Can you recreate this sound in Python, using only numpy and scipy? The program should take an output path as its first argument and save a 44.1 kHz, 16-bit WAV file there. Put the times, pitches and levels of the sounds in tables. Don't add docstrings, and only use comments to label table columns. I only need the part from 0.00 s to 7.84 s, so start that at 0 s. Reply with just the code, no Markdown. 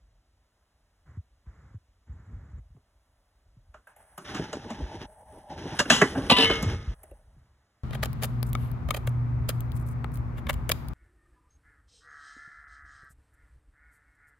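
import sys
import numpy as np
from scipy import signal
from scipy.fft import rfft, irfft, next_fast_len
from scipy.io import wavfile
from scipy.ndimage import uniform_filter1d

SR = 44100
rng = np.random.default_rng(int(sys.argv[2]) if len(sys.argv) > 2 else 0)


def file_out(sig):
    cols = np.atleast_2d(sig).T
    lim = np.clip(cols, -1, 1)
    pcm = np.round(lim * 32767).astype(np.int16)
    wavfile.write(sys.argv[1], SR, pcm)


N = 345527
T = np.arange(N) / SR

# t/s, mean level/dB
WIND = [(0, -43), (.3, -55), (2.6, -47.5), (3.1, -53.5), (3.6, -43.5), (3.85, -54.5), (4.9, -48.5),
        (6.7, -35.5), (7.2, -35), (7.84, -79.5)]
# t/s, peak level/dB, settled f/Hz
BUFFETS = [(1.172, -30, 85), (1.469, -35, 58), (1.744, -34.5, 94), (2.094, -33, 66), (2.325, -31, 55),
           (2.532, -33.5, 54), (2.595, -41, 61.5), (2.705, -46, 70.4), (2.749, -49, 122), (3.568, -49, 106),
           (4.818, -25, 55), (6.661, -19, 87), (6.731, -23, 74.4), (6.875, -21, 53.2),
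           (7.365, -52.5, 126.7)]
# f/Hz, level/dB
AIR = [(100, -7.5), (300, -23), (700, -21.5), (1300, -19), (2000, -23), (3000, -43), (8000, -42),
       (16000, -58)]
# f/Hz, level/dB
HISS = [(60, -5), (250, -6.5), (600, -13.5), (1500, -15), (8000, -23), (16000, -47.5)]
# t/s, treble level/dB, bass level/dB
ROLLING = [(3.86, -64, -81), (3.9, -44.5, -50), (3.95, -67, -61), (4.0, -47.5, -49), (4.15, -47, -54),
           (4.36, -40, -39), (4.5, -49, -46), (5.06, -49.5, -43.5), (5.55, -47, -41.5), (5.75, -43, -44),
           (6.1, -39, -33), (6.26, -44, -41), (6.45, -32, -35.5), (6.72, -42.5, -37.5), (6.85, -53.5, -61),
           (7.1, -51, -47)]
# f/Hz, level/dB
GRIT = [(500, -9), (1000, 1), (1700, 2), (2300, -4.5), (3200, -3), (4500, -10.5), (5800, -7.5), (7700, -26),
        (8200, -48)]
# f/Hz, level/dB
BEARINGS = [(7900, -45), (8300, -3.5), (8800, -6.5), (10500, -16), (12000, -24.5), (16000, -38)]
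# f/Hz, bandwidth/Hz, level/dB
DRONE = [(597, 130, -3.5), (794, 220, -2.5)]
# t/s, knock, thud, snap and tick peak level/dB,
# tail t60/s before each band stretches it, knock f/Hz, thud f/Hz
KNOCKS = [(2.765, -66, -56, -84.5, -90, 0.094, 1200, 400), (3.743, -39, -53, -52.5, -94, 0.16, 1500, 625),
          (3.872, -43, -63, -62.5, -55, 0.34, 1660, 597), (3.964, -48, -78, -67, -47.5, 0.62, 795, 500),
          (4.179, -33.5, -39.5, -40, -36, .18, 1420, 386), (4.348, -28, -28, -31, -60, 0.14, 1490, 304),
          (4.53, -27, -26, -28.5, -58, .09, 1450, 560), (4.704, -27, -29, -36.5, -53, 0.11, 1040, 229),
          (5.792, -14, -25.5, -12, -47.5, 0.036, 1780, 410),
          (5.8, -12, -18.5, -13, -59.5, 0.075, 1670, 555), (5.856, -31, -29, -47.5, -60.5, .07, 1620, 305),
          (5.902, -3.5, -14, -5, -38.5, 0.24, 1674, 237), (6.017, -6, -8, -14.5, -48, 0.097, 2000, 437),
          (6.153, -25.5, -23, -50.5, -52, 0.38, 1600, 282), (6.311, -12, -11, -13.5, -45, 0.017, 960, 236),
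          (6.499, -18, -15.5, -34.5, -56, 0.064, 1740, 576),
          (6.627, -31.5, -23.5, -27, -30.5, 0.125, 1203, 197),
          (7.034, -45.5, -50, -58, -39.5, 0.073, 803, 600), (7.113, -52, -42, -73, -54, 0.076, 1001, 590)]
# lower f/Hz, upper f/Hz
BLOW_BANDS = [(650, 2500), (140, 700), (2300, 7800), (8200, 13000)]
# f/Hz, level/dB, t60/s
DECK = [(186.7, -2.5, 0.009), (269, -6.5, 0.17), (594.4, 7, 0.058), (845, -14, 0.012), (1190, -10, 0.074),
        (1640, 1.5, 0.016), (2750, 2, 0.042)]
# t/s, force level/dB, decay time/s, brightness/(dB per octave), favoured f/Hz
CLANGS = [(5.902, -14.5, .039, 8, 6005), (6.3, -5.5, 0.016, -1.5, 1166), (6.314, -9.5, .02, -2, 996),
          (6.366, -10.5, .03, -1.5, 1731), (6.387, -14, .01, -6.5, 454), (6.4, -11.5, .024, 2, 5469),
          (6.424, -12, .022, -0.5, 2161), (6.501, -20, 0.031, -6, 1254)]
# f/Hz, peak level/dB, t60/s
RAIL = [(275, -21, 0.4), (454, -21, .7), (996, -20, 0.3), (1166, -24, 0.35), (1254, -31, 1.05),
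        (1731, -27, 0.5), (1979, -25, .5), (2161, -25, .6), (2808, -17, 0.2), (3051, -17, 0.2),
        (3027, -23, 0.35), (3335, -23, 0.25), (5469, -29, 0.25), (6005, -33, .25), (8101, -41, .25)]
# start t/s, end t/s, openness/dB (summed, capped at full), swell time/s
OPEN = [(1.059, 1.183, 3, 0.0089), (1.456, 1.762, 2, .01), (2.068, 2.597, 4, .01), (4.247, 5.06, 7, 0.0085),
        (5.22, 5.502, -15.5, 0.3), (5.498, 6.941, 5, 0.0067), (7.21, 7.839, -12.5, 0.25)]
# f/Hz, gain/dB
MUFFLED = [(40, -6), (150, -26), (350, -34.5), (600, -6), (850, -12), (1300, -16.5), (2000, -19),
           (4000, -34), (7900, -15.5), (8100, 2)]
# f/Hz, left phase lead/rad, left minus right level/dB
WIDENING = [(1741, 0.06, -3.5), (2438, 2.02, -2.5), (2950, 0.9, 4.5), (3630, 1, 0.5), (4904, 3.67, 0),
            (16870, 20.82, 0)]

CHIRP_HZ, CHIRP_RATE_HZ, CHIRP_PEAK_S = 7200, 15.6, 1.3
CHIRP_DB = -88.5
BUFFET_S = 0.04
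SILENT_DB = -130
ROLL_FROM_S, ROLL_TO_S, POP_S, LANDS_S = 2.7, 8.27, 5.75, 6.3
BEARINGS_DB, FREE_SPIN_DB = -18.5, 7.5
DRONE_RIDDEN_DB, DRONE_LOOSE_DB = -0.5, -15
DRONE_RISE_DB_PER_S = 5
THUD_LAG_S = 0.003
FAVOURED_DB = 20
MONO_BELOW_HZ = 900
HEADROOM, TOP_HZ = 0.75, 16000


def undb(db):
    return 10 ** (np.asarray(db) / 20)


def level(x, db):
    return x * undb(db) / np.sqrt(np.mean(x ** 2))


def curve(rows):
    s, *columns = np.transpose(rows)
    return [np.interp(T, s, column) for column in columns]


def colour(x, points):
    size = next_fast_len(len(x) + 4096)
    hz, db = np.transpose(points)
    f = np.maximum(np.arange(size // 2 + 1) * SR / size, 1)
    gain = undb(np.interp(np.log(f), np.log(hz), db))
    return irfft(rfft(x, size) * gain, size)[:len(x)]


def band(x, lo_hz, hi_hz, order=2):
    return signal.sosfilt(signal.butter(order, [lo_hz, hi_hz], "bandpass", fs=SR, output="sos"), x)


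def ring(x, modes):
    out = 0
    for hz, db, t60 in modes:
        r = np.exp(-np.log(1000) / (t60 * SR))
        w = 2 * np.pi * hz / SR
        out = out + undb(db) * signal.lfilter([0, r * np.sin(w)], [1, -2 * r * np.cos(w), r * r], x)
    return out


def walk(rate):
    k = int(SR / rate)
    return uniform_filter1d(np.repeat(rng.standard_normal(N // k + 1), k), k)[:N]


def add(track, s, x):
    i = int(s * SR)
    track[i:i + len(x)] += x[:len(track) - i]


def wind():
    lumps = walk(18)
    flutter = undb(4.5 * lumps) * band(rng.standard_normal(N), 42, 110)
    edge = undb(1.4 * lumps - 19.5) * band(rng.standard_normal(N), 51, 240)
    return level(flutter + edge, 0) * undb(curve(WIND)[0])


def outdoors():
    air = level(colour(rng.standard_normal(N), AIR), -63) * undb(1.4 * walk(4.1))
    beat = np.maximum(np.cos(2 * np.pi * CHIRP_RATE_HZ * (T - CHIRP_PEAK_S)), 0) ** 2
    chirps = beat * band(rng.standard_normal(N), CHIRP_HZ - 60, CHIRP_HZ + 60)
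    return air + level(chirps, CHIRP_DB)


def microphone_hiss():
    return level(colour(rng.standard_normal(N), HISS), -76.5)


def buffets():
    out, t = np.zeros(N), np.arange(int(BUFFET_S * SR)) / SR
    for s, db, hz in BUFFETS:
        glide = 0.0067 * (1 - np.exp(-t / 0.0048))
        swing = np.sin(2 * np.pi * hz * (t + glide))
        swing = swing * np.sin(np.pi * (t / BUFFET_S) ** 0.62)
        add(out, s, undb(db) * swing / np.abs(swing).max())
    return out


def roll(tick_db=1.72):
    silent = (SILENT_DB, SILENT_DB)
    grit_db, rumble_db = curve([(ROLL_FROM_S, *silent), *ROLLING, (ROLL_TO_S, *silent)])
    spinning = (T > POP_S) & (T < LANDS_S)
    bearings_db = grit_db + BEARINGS_DB + FREE_SPIN_DB * spinning
    ridden_db = DRONE_RIDDEN_DB + DRONE_RISE_DB_PER_S * (T - POP_S)
    drone_db = rumble_db + np.where(T < POP_S, ridden_db, DRONE_LOOSE_DB)

    tick_size = rng.exponential(size=N // 32 + 1).repeat(32)[:N]
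    ticks = rng.standard_normal(N) * undb(tick_db * tick_size)
    bumps = walk(35)
    drone = sum(undb(db) * band(ticks, hz - width / 2, hz + width / 2) for hz, width, db in DRONE)

    bearings = level(colour(ticks, BEARINGS), 0) * undb(bearings_db + 1.9 * bumps)
    grit = level(colour(ticks, GRIT), 0) * undb(grit_db + 2.4 * bumps)
    drone = level(drone, 0) * undb(drone_db + 0.59 * bumps + 2.7 * walk(45))
    rumble = level(band(ticks, 81, 455), 0) * undb(rumble_db + 3.0 * bumps + 4.7 * walk(28))
    return bearings + grit + drone + rumble


def blows(crack_s=0.0066, rise_s=0.003, tail_db=-8.5, body_cycles=11, body_db=0):
    out, t = np.zeros(N), np.arange(int(0.4 * SR)) / SR
    rise = (1 - np.exp(-t / rise_s)) ** 2
    stretches = (1.28, 1.3, 1.5, 0.27)
    deck_shares = (0.3, 0.06, 0.74, 0.063)
    for s, *peak_db, t60, knock_hz, thud_hz in KNOCKS:
        noise = rng.standard_normal((2, len(t)))
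        spot = rng.standard_normal((len(DECK), 2))
        modes = [(hz * (1 + 0.04 * a), db + 3.0 * b, d) for (hz, db, d), (a, b) in zip(DECK, spot)]
        deck = ring(noise[0] * rise * np.exp(-t / crack_s), modes)
        deck = deck / np.abs(deck).max()
        pitches = (knock_hz, thud_hz, None, None)
        for (lo, hi), db, stretch, share, hz in zip(BLOW_BANDS, peak_db, stretches, deck_shares, pitches):
            fade = np.exp(-(t / crack_s) ** 2) + undb(tail_db - 60 * t / (stretch * t60))
            part = band(share * deck + 0.75 * noise[1] * fade * rise, lo, hi, order=3)
            if hz:
                body = ring(part, [(hz, 0, body_cycles / hz)])
                part = part / np.abs(part).max() + undb(body_db) * body / np.abs(body).max()
            lag = THUD_LAG_S * (lo < 300)
            add(out, s - 1.2 * rise_s + lag, undb(db) * part / np.abs(part).max())
    return out


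def rail(rise_s=0.003):
    out, forces = np.zeros(N), np.zeros((len(CLANGS), N))
    t = np.arange(int(0.4 * SR)) / SR
    for track, (s, db, length, tilt_db, _) in zip(forces, CLANGS):
        force = rng.standard_normal(len(t)) * (1 - np.exp(-t / rise_s)) * np.exp(-t / length)
        rattle = rng.standard_normal(len(t) // 150 + 1).repeat(150)
        force = force * undb(4.3 * uniform_filter1d(rattle, 60)[:len(t)])
        force = force * undb(db) / np.sqrt(np.sum(force ** 2))
        scrape = undb(31) * band(force, 2400, 3900)
        scrape = scrape + undb(26.5) * band(force, 150, 1200)
        scrape = scrape + undb(11.5 + 0.7 * tilt_db) * band(force, 4500, 9700, order=4)
        add(out, s - rise_s, scrape)
        add(track, s - rise_s, force)

    *_, tilt_db, favoured_hz = np.transpose(CLANGS)
    for hz, db, t60 in RAIL:
        near = np.abs(np.log(favoured_hz / hz)) < 0.03
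        drive = undb(tilt_db * np.log2(hz / 2000) + FAVOURED_DB * near) @ forces
        tone = ring(drive, [(hz, 0, t60)])
        out += undb(db) * tone / np.abs(tone).max()
    return out


def muffle(x, fade_s=0.013):
    dull = colour(x, MUFFLED)
    share = sum(undb(db) * np.clip((T - start) / swell, 0, 1) * (T < end) for start, end, db, swell in OPEN)
    share = uniform_filter1d(np.minimum(share, 1), int(fade_s * SR))
    return dull + share * (x - dull)


def widen(x, stray):
    size = next_fast_len(N + 4096)
    hz, lead, tilt_db = np.c_[[MONO_BELOW_HZ, 0, 0], np.transpose(WIDENING)]
    f = np.arange(size // 2 + 1) * SR / size
    half = np.exp(0.5j * np.interp(f, hz, lead)) * undb(np.interp(f, hz, tilt_db) / 2)
    pair = irfft(rfft(x, size) * np.array([half, 1 / half]), size)[:, :N]
    late = band(np.roll(x, 331), 800, 14000, order=4)
    return pair + stray * np.array([late, -late])


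def scene():
    switched = muffle(wind() + outdoors() + roll() + rail())
    return widen(switched + microphone_hiss() + buffets() + blows(), stray=0.2)


def record(dry):
    dry = signal.sosfilt(signal.butter(3, 38, "highpass", fs=SR, output="sos"), dry)
    rounded = np.tanh(HEADROOM * dry) / HEADROOM
    return signal.sosfilt(signal.ellip(10, 0.2, 95, TOP_HZ, fs=SR, output="sos"), rounded)


dry = scene()
out = record(dry)
file_out(out)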